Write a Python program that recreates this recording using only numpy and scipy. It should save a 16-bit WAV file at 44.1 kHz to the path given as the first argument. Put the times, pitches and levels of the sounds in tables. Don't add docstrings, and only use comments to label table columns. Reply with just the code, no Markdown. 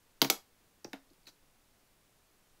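import sys
import numpy as np
from scipy import signal
from scipy.fft import rfft, irfft
from scipy.io import wavfile

SR = 44100
rng = np.random.default_rng(int(sys.argv[2]) if len(sys.argv) > 2 else 0)


def volts_from_decibels(level):
    exponent = np.asarray(level, float) / 20
    return 10 ** exponent


def waveform_to_disk(signal):
    frames = np.transpose(np.atleast_2d(signal))
    scaled = np.clip(frames, -1, 1) * 32767
    samples = np.round(scaled).astype(np.int16)
    wavfile.write(sys.argv[1], SR, samples)


N = 114660
T = np.arange(N) / SR
LN1000 = np.log(1000)

# (frequency [Hz], level [dB per Hz])
HISS_SPECTRUM = [(6, -6.5), (16, 2), (40, -11), (70, -12.5), (200, -14), (600, -18.5), (4000, -26),
                 (15800, -29.5)]
HISS_DB = -69.5
MIC_LOW_HZ, TOP_HZ = 110.1, 15700

# (centre frequency [Hz], level [dB])
ROOM_BANDS = [(200, -17), (500, -18), (1200, -12.5), (3000, -15.5), (6000, -11.5), (9500, -10),
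              (13500, -15)]
ROOM_BAND_T60 = [.22, .2, .2, .2, .19, .17, .16]
ROOM_BUILD_S = 0.01105
CLUTTER_DB, CLUTTER_T60_S = -9, 0.022
WALL_S, WALL_DB, WALL_SMEAR_S = 0.0075, -13.5, 0.01173
SCATTER_LOW_HZ = 1270

# (frequency [Hz], level [dB])
SCRAPE_SPECTRUM = [(800, 2.5), (2600, 1.5), (3400, 2.5), (4150, 1), (5200, 0), (6000, 2.5), (9000, -8.5),
                   (15000, -14)]
SCRAPE_S, SCRAPE_PEAK_S, SCRAPE_END_S, SCRAPE_DB = 1.268, 1.275, 1.308, -54

# (time [s], level [dB], push length [s])
EDGE_PUSHES = [
    (.2176, -23.5, 0.00027),
    (.2465, -31.5, 0.0005),
]
FLAT_PUSHES = [
    (.3003, -28, 0.00037),
    (.3245, -36, 0.00058),
]
TOUCH_PUSHES = [
    (.8456, -40, 0.00043),
    (.8655, -52, 0.00048),
    (.8775, -53.5, 0.00057),
]
SNAP_PUSHES = [
    (.9322, -41.5, 0.0002),
]
FINGER_PUSHES = [
    (1.1055, -57, 0.0012),
    (1.1115, -52, 0.0013),
    (1.1160, -53, 0.0019),
    (1.1265, -71, 0.0011),
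    (1.2700, -53, 0.00099),
    (1.2850, -56.5, 0.00044),
]

# (frequency [Hz], level [dB], t60 [s])
EDGE_RING = [(136.6, -9.5, 0.13), (205, -6.5, 0.0698), (273, 0, 0.11), (331, -2.5, 0.09), (454, -5, 0.082),
             (574.7, -25, 0.048), (683, -2, 0.046), (763, -4, 0.054), (937, -1, 0.043), (1105, -2, 0.032),
             (1280, -3.5, 0.031), (1550, 1, 0.019), (1846, -4, 0.02)]
FLAT_RING = [(205, -15, 0.12), (275.8, -12, 0.14), (346.2, -1.5, 0.084), (459, -4.5, 0.078),
             (596, -11.5, 0.12), (704, -13, 0.037), (756, -4.5, 0.071), (903, -10, 0.055),
             (1096, -12.5, 0.11), (1310, -8, 0.073), (1580, -27, 0.093), (2185, 1, 0.059), (3288, 14, 0.08)]
TOUCH_RING = [(124.5, -10.5, 0.11), (210, -7.5, 0.083), (272.5, -5.5, 0.06), (335, 1, 0.073),
              (434, -3.5, 0.039), (570, -3, 0.046), (696, -9, .04), (762, -5.5, 0.057), (840, -3.5, 0.027),
              (1110, -3.5, 0.016)]
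SNAP_RING = [(198, -2, 0.087), (274.8, 1, 0.15), (326, 2.5, 0.045), (466, -8.5, 0.056), (556, -8, 0.04),
             (720, -2, 0.033), (770, -1.5, 0.052), (895, -1.5, 0.036), (1046, -14, 0.022),
             (1423, -6.5, 0.058)]
FINGER_RING = [(289, 0.5, 0.045), (345, -3.5, 0.042), (770, -19, 0.05), (1200, -21, .03)]
SWELL_CYCLES = 0.51

# (level [dB], t60 [s])
SLAB_RATTLE = [
    (-3.5, 0.15),
    (-4.5, 0.18),
    (-0.5, 0.061),
    (-1, 0.13),
    (-11, 0.15),
]
# (frequency [Hz], level [dB])
RATTLE_SPECTRUM = [(120, -18.5), (300, -0.5), (600, 6.5), (1200, -2), (2500, -3.5), (5000, -7)]

# (time [s], click
# level [dB], click frequency [Hz], t60 [s], bright tick level [dB])
FALL_CONTACTS = [(.21700, -11.5, 3000, .0012, -34.5), (.21712, 0.5, 4300, .0024, -26),
                 (.21775, -11.5, 3300, 0.0045, -31.5), (.21838, -2, 3005, 0.0012, -20.5),
                 (.2189, -15, 6100, .003, -20.5), (.2197, -18, 2300, 0.003, -21),
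                 (.2204, -21.5, 4400, .003, -26), (.2260, -23.5, 3280, 0.009, -31.5),
                 (.2272, -30, 5750, .005, -30), (.2352, -33.5, 7400, .003, -43.5),
                 (.2375, -28.5, 3900, .004, -46), (.2462, -21, 5700, .004, -40),
                 (.2466, -22.5, 2300, .004, -39.5), (.2478, -23, 2200, 0.006, -30),
                 (.2482, -26.5, 6600, .003, -34.5), (.2495, -28, 3480, 0.005, -42.5)]
FLAT_CONTACTS = [(0.2999, -3.5, 4640, .0022, -41), (0.3006, -5.5, 2230, 0.002, -34.5),
                 (0.3005, -10, 6040, 0.003, -27), (0.3010, -11.5, 11420, 0.0027, -16.5),
                 (0.3005, -18.5, 14700, .003, -32), (0.3019, -16.5, 3300, 0.0069, -21),
                 (0.3033, -15.5, 5350, .003, -25), (0.3032, -19.5, 4600, .003, -32.5),
                 (0.3059, -22.5, 4200, 0.0021, -33.5), (0.3076, -22, 5730, 0.004, -30),
                 (0.312, -29, 5840, .009, -33.5), (0.3187, -32, 5600, .004, -39),
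                 (0.323, -29, 4180, 0.005, -36), (0.3257, -35, 5560, .004, -43),
                 (0.3367, -31, 3500, 0.002, -47.5)]
TOUCH_CONTACTS = [(0.8451, -32, 5610, 0.006, -61), (.8456, -43, 5660, 0.0044, -55),
                  (.8464, -41.5, 4800, 0.0086, -59), (0.8473, -32.5, 5860, 0.0028, -65),
                  (0.847, -46, 3930, 0.0072, -66), (0.849, -43, 2560, 0.0049, -57),
                  (0.8516, -52, 6050, 0.0039, -66)]
SNAP_CONTACTS = [(0.9303, -64, 2600, 0.0026, -69), (0.9316, -35, 3750, 0.0024, -61),
                 (.9318, -37, 5120, 0.0056, -64), (.9318, -51, 12000, 0.014, -69),
                 (0.9323, -30.5, 2400, 0.0028, -62), (.9326, -36.5, 3650, 0.011, -60),
                 (0.935, -47, 3160, 0.0035, -63), (0.9319, -43.5, 6900, 0.0052, -71),
                 (0.9327, -27.5, 1750, 0.0055, -56), (0.933, -52, 8700, 0.0057, -67),
                 (0.9338, -35.5, 2530, 0.0083, -58), (.9352, -46, 5050, .004, -64),
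                 (.9410, -50, 3480, 0.0095, -51)]
LIFT_CONTACTS = [(1.1002, -52, 4200, 0.0057, -82), (1.1037, -56, 4704, 0.006, -78),
                 (1.1048, -53, 6560, 0.0046, -79), (1.1336, -54, 4800, 0.0038, -60),
                 (1.2320, -52, 4670, 0.005, -69), (1.2345, -66, 11500, .008, -74),
                 (1.2566, -50, 4310, 0.0072, -78), (1.2675, -45, 4270, .009, -59),
                 (1.2697, -41, 4000, 0.012, -52), (1.2707, -41, 4400, 0.0065, -55),
                 (1.2707, -48, 2550, 0.016, -78), (1.2748, -43.5, 4140, 0.009, -65),
                 (1.277, -46, 4430, 0.009, -61), (1.2790, -50, 4150, 0.0078, -59),
                 (1.2790, -54, 5900, 0.017, -66), (1.2805, -50, 2600, .012, -60),
                 (1.2822, -44, 4010, 0.018, -68), (1.2850, -50, 5800, 0.0075, -66),
                 (1.2898, -48, 5900, 0.0089, -54), (1.2918, -47, 4500, 0.01, -66),
                 (1.2950, -58, 4100, .012, -62), (1.2985, -52, 4860, 0.0091, -71),
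                 (1.3040, -62, 4140, 0.0092, -70)]
# (frequency [Hz], level [dB])
TICK_SPECTRUM = [(1000, -12), (4000, -2), (6500, -4), (9000, -11), (11600, -2), (13300, -4), (15000, 0),
                 (15800, -6)]
HARD_RISE_S, SOFT_RISE_S = 0.0001, 0.00053
TICK_S = 0.00083


def colour(x, points):
    curve = np.array(points)
    hz = np.maximum(np.arange(len(x) // 2 + 1) * SR / len(x), 1)
    gain_db = np.interp(np.log(hz), np.log(curve[:, 0]), curve[:, 1])
    return irfft(rfft(x) * volts_from_decibels(gain_db), len(x))


def fade(t, t60):
    return (t >= 0) * np.exp(-LN1000 * np.maximum(t, 0) / t60)


def highpass(x, order, hz):
    return signal.sosfilt(signal.butter(order, hz, "highpass", fs=SR, output="sos"), x)


def hiss():
    noise = colour(rng.standard_normal(N), HISS_SPECTRUM)
    return noise * volts_from_decibels(HISS_DB) / np.std(highpass(noise, 2, 100))


def unit_energy(x):
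    return x / np.sqrt(np.sum(x ** 2))


def room():
    t = T[:SR // 2]
    noise = rng.standard_normal((len(ROOM_BANDS) + 2, len(t)))
    clutter = volts_from_decibels(CLUTTER_DB) * unit_energy(noise[0] * fade(t - 0.0008, CLUTTER_T60_S))
    wall = volts_from_decibels(WALL_DB) * unit_energy(noise[1] * fade(t - WALL_S, WALL_SMEAR_S))
    response = highpass(clutter + wall, 1, SCATTER_LOW_HZ)
    build = 1 - np.exp(-t / ROOM_BUILD_S)
    for (hz, db), t60, band_noise in zip(ROOM_BANDS, ROOM_BAND_T60, noise[2:]):
        edges = [hz / 1.482, min(hz * 1.6, 20000)]
        bandpass = signal.butter(2, edges, "bandpass", fs=SR, output="sos")
        tail = signal.sosfilt(bandpass, band_noise) * fade(t, t60) * build
        response += volts_from_decibels(db) * tail * np.sqrt(1000 / SR / t60 / 10) / 2
    response[0] += 1
    return response


def scrape():
    envelope = np.interp(T, [SCRAPE_S, SCRAPE_PEAK_S, SCRAPE_END_S], [0, 1, 0])
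    grain_db = 3 * np.repeat(rng.standard_normal(N // 40 + 1), 40)[:N]
    grains = rng.standard_normal(N) * volts_from_decibels(grain_db)
    return volts_from_decibels(SCRAPE_DB) * colour(grains * envelope, SCRAPE_SPECTRUM)


def slab(pushes, modes, rattle):
    push = np.zeros(N)
    for s, db, length in pushes:
        phase = np.clip((T - s) / length, 0, 1)
        push += volts_from_decibels(db) * np.sin(np.pi * phase) / (length * SR) * np.pi / 2
    t = T[:SR // 2]
    ring = np.zeros(len(t))
    for k, (hz, db, t60) in enumerate(modes):
        swell = 1 - np.exp(-t * hz / SWELL_CYCLES)
        sign = (-1) ** k
        ring += sign * volts_from_decibels(db) * np.sin(2 * np.pi * hz * t) * fade(t, t60) * swell
    rattle_db, rattle_t60 = rattle
    dense = colour(rng.standard_normal(len(t)), RATTLE_SPECTRUM)
    ring += volts_from_decibels(rattle_db) * dense / np.std(dense) * fade(t, rattle_t60)
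    return signal.fftconvolve(push, ring)[:N]


def clicks(contacts, noise, rise_s):
    out = np.zeros(N)
    for s, db, hz, t60, tick_db in contacts:
        start = int(s * SR)
        cut = slice(start, start + SR // 20)
        t = np.maximum(T[cut] - s, 0)
        rise = 1 - np.exp(-t / rise_s)
        ring = -np.sin(2 * np.pi * hz * t) * fade(t, t60) * rise
        tick = noise[cut] * np.exp(-t / TICK_S) * (t > 0)
        out[cut] += volts_from_decibels(db) * ring + volts_from_decibels(tick_db) * tick
    return out


def scene():
    tick = colour(rng.standard_normal(N), TICK_SPECTRUM)
    tick = tick / np.std(tick)
    falling = [FALL_CONTACTS, FLAT_CONTACTS, TOUCH_CONTACTS, SNAP_CONTACTS]
    case = [clicks(contacts, tick, HARD_RISE_S) for contacts in falling]
    case.append(clicks(LIFT_CONTACTS, tick, SOFT_RISE_S) + scrape())
    pushes = [EDGE_PUSHES, FLAT_PUSHES, TOUCH_PUSHES, SNAP_PUSHES, FINGER_PUSHES]
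    modes = [EDGE_RING, FLAT_RING, TOUCH_RING, SNAP_RING, FINGER_RING]
    heard = np.zeros(N)
    for case_sound, push, ring, rattle in zip(case, pushes, modes, SLAB_RATTLE):
        source = case_sound + slab(push, ring, rattle)
        heard += signal.fftconvolve(source, room())[:N]
    return (highpass(heard, 5, MIC_LOW_HZ) + hiss())[None]


def roll_off(x):
    return signal.sosfilt(signal.butter(12, 16870, fs=SR, output="sos"), x)


def record(dry):
    top_cut = signal.ellip(10, 0.2, 47, TOP_HZ, fs=SR, output="sos")
    mix = signal.sosfilt(top_cut, dry)
    return roll_off(mix)


dry = scene()
out = record(dry)
waveform_to_disk(out)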